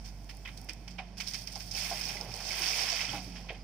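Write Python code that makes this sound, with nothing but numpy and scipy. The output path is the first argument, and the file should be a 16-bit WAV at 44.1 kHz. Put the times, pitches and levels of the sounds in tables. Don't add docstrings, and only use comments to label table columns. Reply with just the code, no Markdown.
import sys
import numpy as np
from scipy import signal
from scipy.fft import rfft, irfft
from scipy.io import wavfile
from scipy.ndimage import uniform_filter1d

SR = 44100
rng = np.random.default_rng(int(sys.argv[2]) if len(sys.argv) > 2 else 0)


def elevation(decibels):
    levels = np.asarray(decibels, float)
    return 10 ** (levels / 20)


def wav_record(signal):
    frames = np.transpose(np.atleast_2d(signal))
    bounded = np.clip(frames, -1, 1)
    quanta = np.round(bounded * 32767).astype(np.int16)
    wavfile.write(sys.argv[1], SR, quanta)


N = 160083


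def rms(x):
    return np.sqrt(np.mean(x ** 2))


def band(x, lo_hz, hi_hz, order=2):
    sos = signal.butter(order, [lo_hz, min(hi_hz, .45 * SR)], "band", fs=SR, output="sos")
    return signal.sosfilt(sos, x)


def curve(table, column):
    table = np.array(table, float)
    return np.interp(np.arange(N) / SR, table[:, 0], table[:, column])


def walk(rate_hz):
    hold = int(SR / rate_hz)
    steps = np.repeat(rng.standard_normal(N // hold + 1), hold)
    w = uniform_filter1d(uniform_filter1d(steps, hold), hold)[:N]
    return w / w.std()


def pair(make, alike):
    alike = np.clip(alike, 0, 1)
    return np.sqrt(alike) * make() + np.sqrt(1 - alike) * np.array([make(), make()])


# [dB, load on the exhaust boom]
ENGINE_RUN = [(0, 48.2, -41.5, -4), (.25, 49.39, -43.5, -9), (.75, 50.15, -45, -17), (.9, 51.32, -45, 8),
              (1.3, 50.68, -48, 4.5), (1.75, 50.57, -45, 3.5), (2.5, 48.48, -47, 1.5),
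              (2.98, 48.86, -48.5, 3), (3.18, 53.3, -45, 9.5), (3.35, 50.5, -44, 8), (3.63, 49, -44.5, -2)]
# order [multiple of firing rate], level_db [dB]
FIRING_ORDERS = [(1, 1), (2, -12.5), (2.25, -15.5), (2.5, -18.5), (3, -17), (4, -14), (4.5, -21), (5, -24),
                 (6, -26.5)]


def engine():
    phase = 2 * np.pi * np.cumsum(curve(ENGINE_RUN, 1)) / SR
    x = 0
    for order, level_db in FIRING_ORDERS:
        k = round(4 * order) / 4
        wavers = k > 1
        level = elevation(level_db + wavers * 3 * walk(9.07))
        jitter = 0.11 * k * walk(4.74) * wavers
        x = x + level * np.sin(k * phase + jitter + 6 * rng.random())
    boom = elevation(-10.5 + curve(ENGINE_RUN, 3) + 0.14 * walk(13.88))
    x = x + boom * np.sin(3.5 * phase)
    return np.sqrt(2) * elevation(curve(ENGINE_RUN, 2) - 6.5) * x


# [dB of extra dust, falling and in the air]
DRYNESS = [(0, 2), (.66, 3), (.76, 0), (1.16, -6), (1.19, 1), (1.62, 4), (1.8, 2), (2.7, 0.5), (2.95, -3.5),
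           (3.25, 0.5), (3.45, -2.5)]


def dryness_db():
    return curve(DRYNESS, 1)


# pitch_hz [Hz], level_db [dB per Hz]
YARD_SPECTRUM = [(32, -8), (70, -8.5), (180, 2.5), (420, -21), (750, -12.5), (1500, -21), (4000, -36.5),
                 (14000, -26.5)]


def yard():
    out, swell, table = 0, walk(0.84), np.array(YARD_SPECTRUM, float)
    for hz in 30 * 2 ** np.arange(0, 9.1, .5):
        noise = pair(lambda: rng.standard_normal(N), 1 - hz / 1520.0)
        x = band(noise, hz / 1.35, hz * 1.15, order=1)
        level_db = np.interp(np.log(hz), np.log(table[:, 0]), table[:, 1])
        level_db = level_db + (hz > 7000) * dryness_db() + 0.25 * swell + 1.3 * walk(8.0)
        out = out + x * elevation(level_db)
    return out * elevation(-58.5) / rms(out)


# start_s [s], coarse_db [dB], fine_db [dB], crumble_s [s]
CLOD_HITS = [(0.043, -48.5, -42.5, 0.048), (0.292, -39, -42, 0.022), (0.4529, -33, -51, 0.016),
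             (0.476, -35, -56, 0.019), (0.573, -50.5, -42.5, 0.014), (0.6878, -33, -38, 0.02),
             (0.8793, -38, -40.5, 0.0092), (0.908, -64, -44, 0.013), (0.985, -30, -49, 0.018),
             (1.0565, -62, -75, 0.018), (1.1792, -46, -40, 0.015), (1.202, -28, -30, 0.016),
             (1.27, -39, -31, 0.024), (1.3045, -47, -38, 0.024), (1.3359, -32, -31, 0.024),
             (1.3881, -50, -39, 0.01), (1.474, -35, -34, 0.01), (1.5194, -58, -37.5, 0.016),
             (1.552, -43, -36, 0.023), (1.6, -39.5, -37.5, 0.023), (1.713, -54, -32.5, 0.011),
             (1.86, -35.5, -35, 0.015), (2.0906, -34, -56, 0.018), (2.3394, -59, -39.5, 0.018),
             (2.4878, -39, -37, 0.023), (3.004, -26, -31, 0.026), (3.1394, -51, -56, 0.021),
             (3.356, -36.5, -44.5, 0.024), (3.489, -29, -65, 0.022), (3.5444, -42.5, -55, 0.021)]


def clod_power(column, offset_db):
    t, power = np.arange(N) / SR, np.zeros(N)
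    for row in CLOD_HITS:
        crumble_s = max(row[3], .004)
        age = np.clip(t - row[0] + .003, 0, None)
        rise = 1 - np.exp(-age / (.3 * crumble_s))
        fall = np.exp(-(age / crumble_s) ** 2) + elevation(-8.5) * np.exp(-age / 0.045)
        power += (elevation(row[column] + offset_db) * rise * fall) ** 2
    return power


def grit(lo_hz, hi_hz, per_s, spread_db, alike, order=4):
    def draw():
        size = rng.standard_normal(N) * (rng.random(N) < per_s / SR)
        return size * elevation(spread_db * np.clip(-np.log(rng.random(N) + 1e-9), 0, 3))
    x = band(pair(draw, alike), lo_hz, hi_hz, order=order)
    return x / rms(mics(x[:, :N // 3]).mean(axis=0))


def pebbles(hz):
    return elevation(-11) * grit(.97 * hz, 1.03 * hz, 130, 0.89, alike=0.82, order=1)


# start_s [s], coarse_db [dB, soil], fine_db [dB, grit], lumps_db [dB]
POURS = [(1.17, -58.5, -56, -99), (1.42, -61, -52, -60), (1.46, -65, -59.5, -69), (1.7, -63, -51.5, -89),
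         (1.745, -53, -44, -55), (1.77, -43.5, -38.5, -52), (1.94, -46.5, -42, -57),
         (2.1, -47.5, -43.5, -51), (2.22, -53.5, -50.5, -50.5), (2.26, -55.5, -53.5, -48.5),
         (2.47, -51.5, -44, -54), (2.51, -44, -42, -52), (2.66, -39, -37, -46.5), (2.9, -40, -37.5, -52),
         (3.17, -47, -46.5, -54.5), (3.21, -58, -53.5, -61), (3.42, -58.5, -59, -59),
         (3.63, -76.5, -74, -65)]


def soil():
    pouring = np.arange(N) / SR > POURS[0][0]
    surge = walk(28.19)

    def envelope(column, clods, patchy_db):
        patches = np.minimum(0.5 * surge + walk(45.01), 2)
        pour = elevation(curve(POURS, column) + patchy_db * patches)
        return np.sqrt(clods + pouring * pour ** 2)

    knock, spray = clod_power(1, -11), clod_power(2, -8)
    coarse = grit(964, 3455, 4000, 0.91, alike=0.43) + pebbles(2038) + pebbles(2500)
    fine = grit(3220, 8080, 5000, 2.0, alike=0.23) + pebbles(4660) + pebbles(5200)
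    dust = elevation(-10.5 + dryness_db()) * grit(8900, 15350, 900, 1.2, alike=0.19, order=2)
    lumps = grit(344, 1040, 3000, 0.98, alike=0.93, order=2)
    return (envelope(1, knock, 1.0) * coarse
            + envelope(2, spray, 1.0) * fine
            + envelope(2, spray * elevation(2 * -4), 1.0) * dust
            + envelope(3, knock * elevation(2 * -20), 1.2) * lumps)


# start_s [s], level_db [dB], pitch_hz [Hz]
PEBBLE_TICKS = [(0.244, -54, 8800), (0.349, -51, 10000), (.37, -45, 10500), (.575, -42, 8000),
                (.477, -46, 12500), (0.615, -41, 12900), (.645, -42, 13000), (0.695, -31, 4900),
                (.733, -40, 8100), (1.336, -30, 5200), (1.556, -31, 5300), (1.715, -29, 5140),
                (2.211, -26, 5200), (2.34, -29.5, 5300), (2.487, -29.5, 5300), (1.176, -49, 11100),
                (1.527, -44, 11000), (1.624, -40, 12000), (2.363, -37, 11000), (3.244, -47, 10000),
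                (3.529, -53, 11050)]


def ticks():
    out, t = np.zeros((2, N + SR)), np.arange(SR // 2) / SR
    for s, db, hz in PEBBLE_TICKS:
        snap = rng.standard_normal((2, len(t))) + 0.59 * np.cos(2 * np.pi * hz * t)
        snap = band(snap * np.exp(-t / 0.0018), 0.62 * hz, min(2 * hz, 15300))
        k = int(s * SR)
        out[:, k:k + len(t)] += elevation(db - 1.0 - 10.2 * (hz < 6500)) * snap
    return out[:, :N]


# start_s [s], level_db [dB], pitch_hz [Hz]
LARGE_STONES = [(0.4565, -35, 2600), (0.4743, -30, 2070), (0.6945, -34.5, 2450), (0.9888, -32.5, 2330),
                (1.2076, -31, 2270), (1.7522, -30.5, 2590), (1.7796, -29.5, 2264), (1.8607, -31, 2180),
                (1.9174, -34, 2500), (2.0872, -38, 2480), (2.169, -32, 2040), (2.3156, -38, 2434),
                (2.3875, -38.5, 2400), (2.4794, -40, 2570), (2.5074, -27, 2240), (2.584, -30, 2440),
                (2.6326, -29, 2520), (2.6644, -32, 2480), (2.7324, -23.5, 2340), (2.796, -30, 2450),
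                (2.9237, -28, 2614), (3.007, -25, 2600), (3.0924, -24, 3170), (3.1795, -34, 2660),
                (3.4954, -33, 2400)]
# start_s [s], level_db [dB], pitch_hz [Hz]
SMALL_STONES = [(1.276, -34, 5300), (1.474, -30.5, 5130), (1.7491, -25, 5310), (1.8527, -32.5, 5090),
                (1.93, -31, 5170), (2.0115, -24.5, 5240), (2.0531, -24.5, 5200), (2.0908, -26, 5260),
                (2.1819, -36, 5300), (2.2934, -40, 5390), (2.4036, -28.5, 5400), (2.6195, -23, 5240),
                (2.6647, -25, 4600), (2.689, -29, 5190), (2.8695, -27, 5200), (2.8888, -23, 5325),
                (3.0518, -24, 5210), (3.101, -32, 5440)]


def stones():
    out, t = np.zeros((2, N + SR)), np.arange(SR // 20) / SR
    for table, offset_db in ((LARGE_STONES, -11.5), (SMALL_STONES, -15.5)):
        for s, db, hz in table:
            detune, phase, delay, side = rng.random(4)
            u = t * hz / 7.7
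            second_hz = hz * (1.06 + 0.11 * detune)
            modes = np.sin(2 * np.pi * hz * t) + 0.5 * np.sin(2 * np.pi * (second_hz * t + phase))
            ring = (1 - np.exp(-6 * u)) * np.exp(-u) * modes
            pan = elevation(np.array([[-1], [1]]) * 2 * side)
            for late_s, size in ((0, 1), (.006 + .008 * delay, .4)):
                k = int((s + late_s) * SR)
                out[:, k:k + len(t)] += size * elevation(db + offset_db) * ring * pan
    return out[:, :N]


# [s, to -60 dB]
BED_THUDS = [(0.68, -49, 335, 0.17), (.985, -45, 810, 0.18), (1.556, -45, 851, 0.112),
             (1.91, -38, 720, 0.15), (3.1, -39, 154, 0.16), (2.1, -38, 150, 0.16),
             (2.265, -37.5, 125, 0.28), (2.8, -45, 600, .1), (3.13, -40.5, 850, 0.25),
             (3.5, -41, 500, 0.14), (3.135, -43, 310, 0.29), (2.6, -44, 370, 0.12), (3.19, -48, 730, 0.07),
             (2.4, -45, 1200, 0.095), (2.92, -46, 700, .2), (3.26, -48.5, 290, .4), (0.81, -52, 320, .15),
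             (3.079, -50, 277.6, 0.54), (3.071, -46, 117.4, 1)]


def thuds():
    out, t = np.zeros((2, N + SR)), np.arange(SR // 2) / SR
    for s, db, hz, ring_s in BED_THUDS:
        env = np.exp(-t * np.log(1000) / ring_s) * (1 - np.exp(-t * hz / 3))
        sag = 1 - 0.209 * np.minimum(t / ring_s, 1)
        tone = min(550 / hz, 1) * np.sin(2 * np.pi * hz * t * sag)
        noise = rng.standard_normal(len(t)) * np.sqrt(SR / hz / 4)
        rumble = min(hz / 400, 1.2) * band(noise, 0.67 * hz, 1.47 * hz)
        k = int(s * SR)
        out[:, k:k + len(t)] += elevation(db - 1.0) * env * (tone + rumble)
    return out[:, :N]


# start_s [s], length_s [s], from_hz [Hz], to_hz [Hz], level_db [dB]
BIRD_CALL = [
    (3.53, .025, 4830, 4860, -70),
    (3.558, 0.026, 4850, 4890, -60),
    (3.592, 0.035, 4890, 5000, -57),
]


def bird():
    out, t = np.zeros(N), np.arange(N) / SR
    for s, length_s, from_hz, to_hz, db in BIRD_CALL:
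        u = np.clip((t - s) / length_s, 0, 1)
        phase = 2 * np.pi * np.cumsum(from_hz + (to_hz - from_hz) * u) / SR
        out += elevation(db) * np.sqrt(np.sin(np.pi * u).clip(0)) * np.sin(phase)
    return out * elevation(np.array([[0], [-18]]))


def scene():
    return engine() + yard() + soil() + ticks() + stones() + thuds() + bird()


# pitch_hz [Hz], width_hz [Hz], level_db [dB]
HOUSING = [(738, 135, 7.5), (1214, 86, -5.5), (1400, 41, -2), (2337, 410, 5.5), (2816, 144, -6),
           (2964, 496, 6), (4143, 149, -9.5)]
# pitch_hz [Hz], width_hz [Hz], level_db [dB]
LEFT_MIC = [(5070, 600, -1.5), (6200, 220, 2.5), (8550, 1140, 7.5), (10000, 280, 5), (13440, 3260, -5.5),
            (14900, 450, 4)]
# pitch_hz [Hz], width_hz [Hz], level_db [dB]
RIGHT_MIC = [(2360, 850, 1.5), (4280, 280, 4.5), (5300, 1390, 15), (5310, 400, 3), (5950, 52, 2.5),
             (8000, 260, -31), (10000, 3280, -6), (12500, 1700, -11), (14700, 360, 4.5)]


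def mics(x):
    hz = np.fft.rfftfreq(2048, 1 / SR)
    out = []
    for channel, own, level_db in ((0, LEFT_MIC, 0), (1, RIGHT_MIC, 4.5)):
        gain_db = level_db + sum(g * np.exp(-((hz - f) / w) ** 2) for f, w, g in [*HOUSING, *own])
        cepstrum = irfft(np.log(elevation(gain_db)))
        cepstrum[1:1024] *= 2
        cepstrum[1025:] = 0
        response = irfft(np.exp(rfft(cepstrum)))[:700]
        out.append(signal.oaconvolve(x[channel], response)[:N])
    return np.array(out)


def band_limit(x):
    return signal.sosfilt(signal.butter(12, 15830, fs=SR, output="sos"), x)


def record(dry):
    top_cut = signal.ellip(8, .2, 70, 15300, fs=SR, output="sos")
    mix = signal.sosfilt(top_cut, mics(dry))
    return band_limit(mix)


dry = scene()
out = record(dry)
wav_record(out)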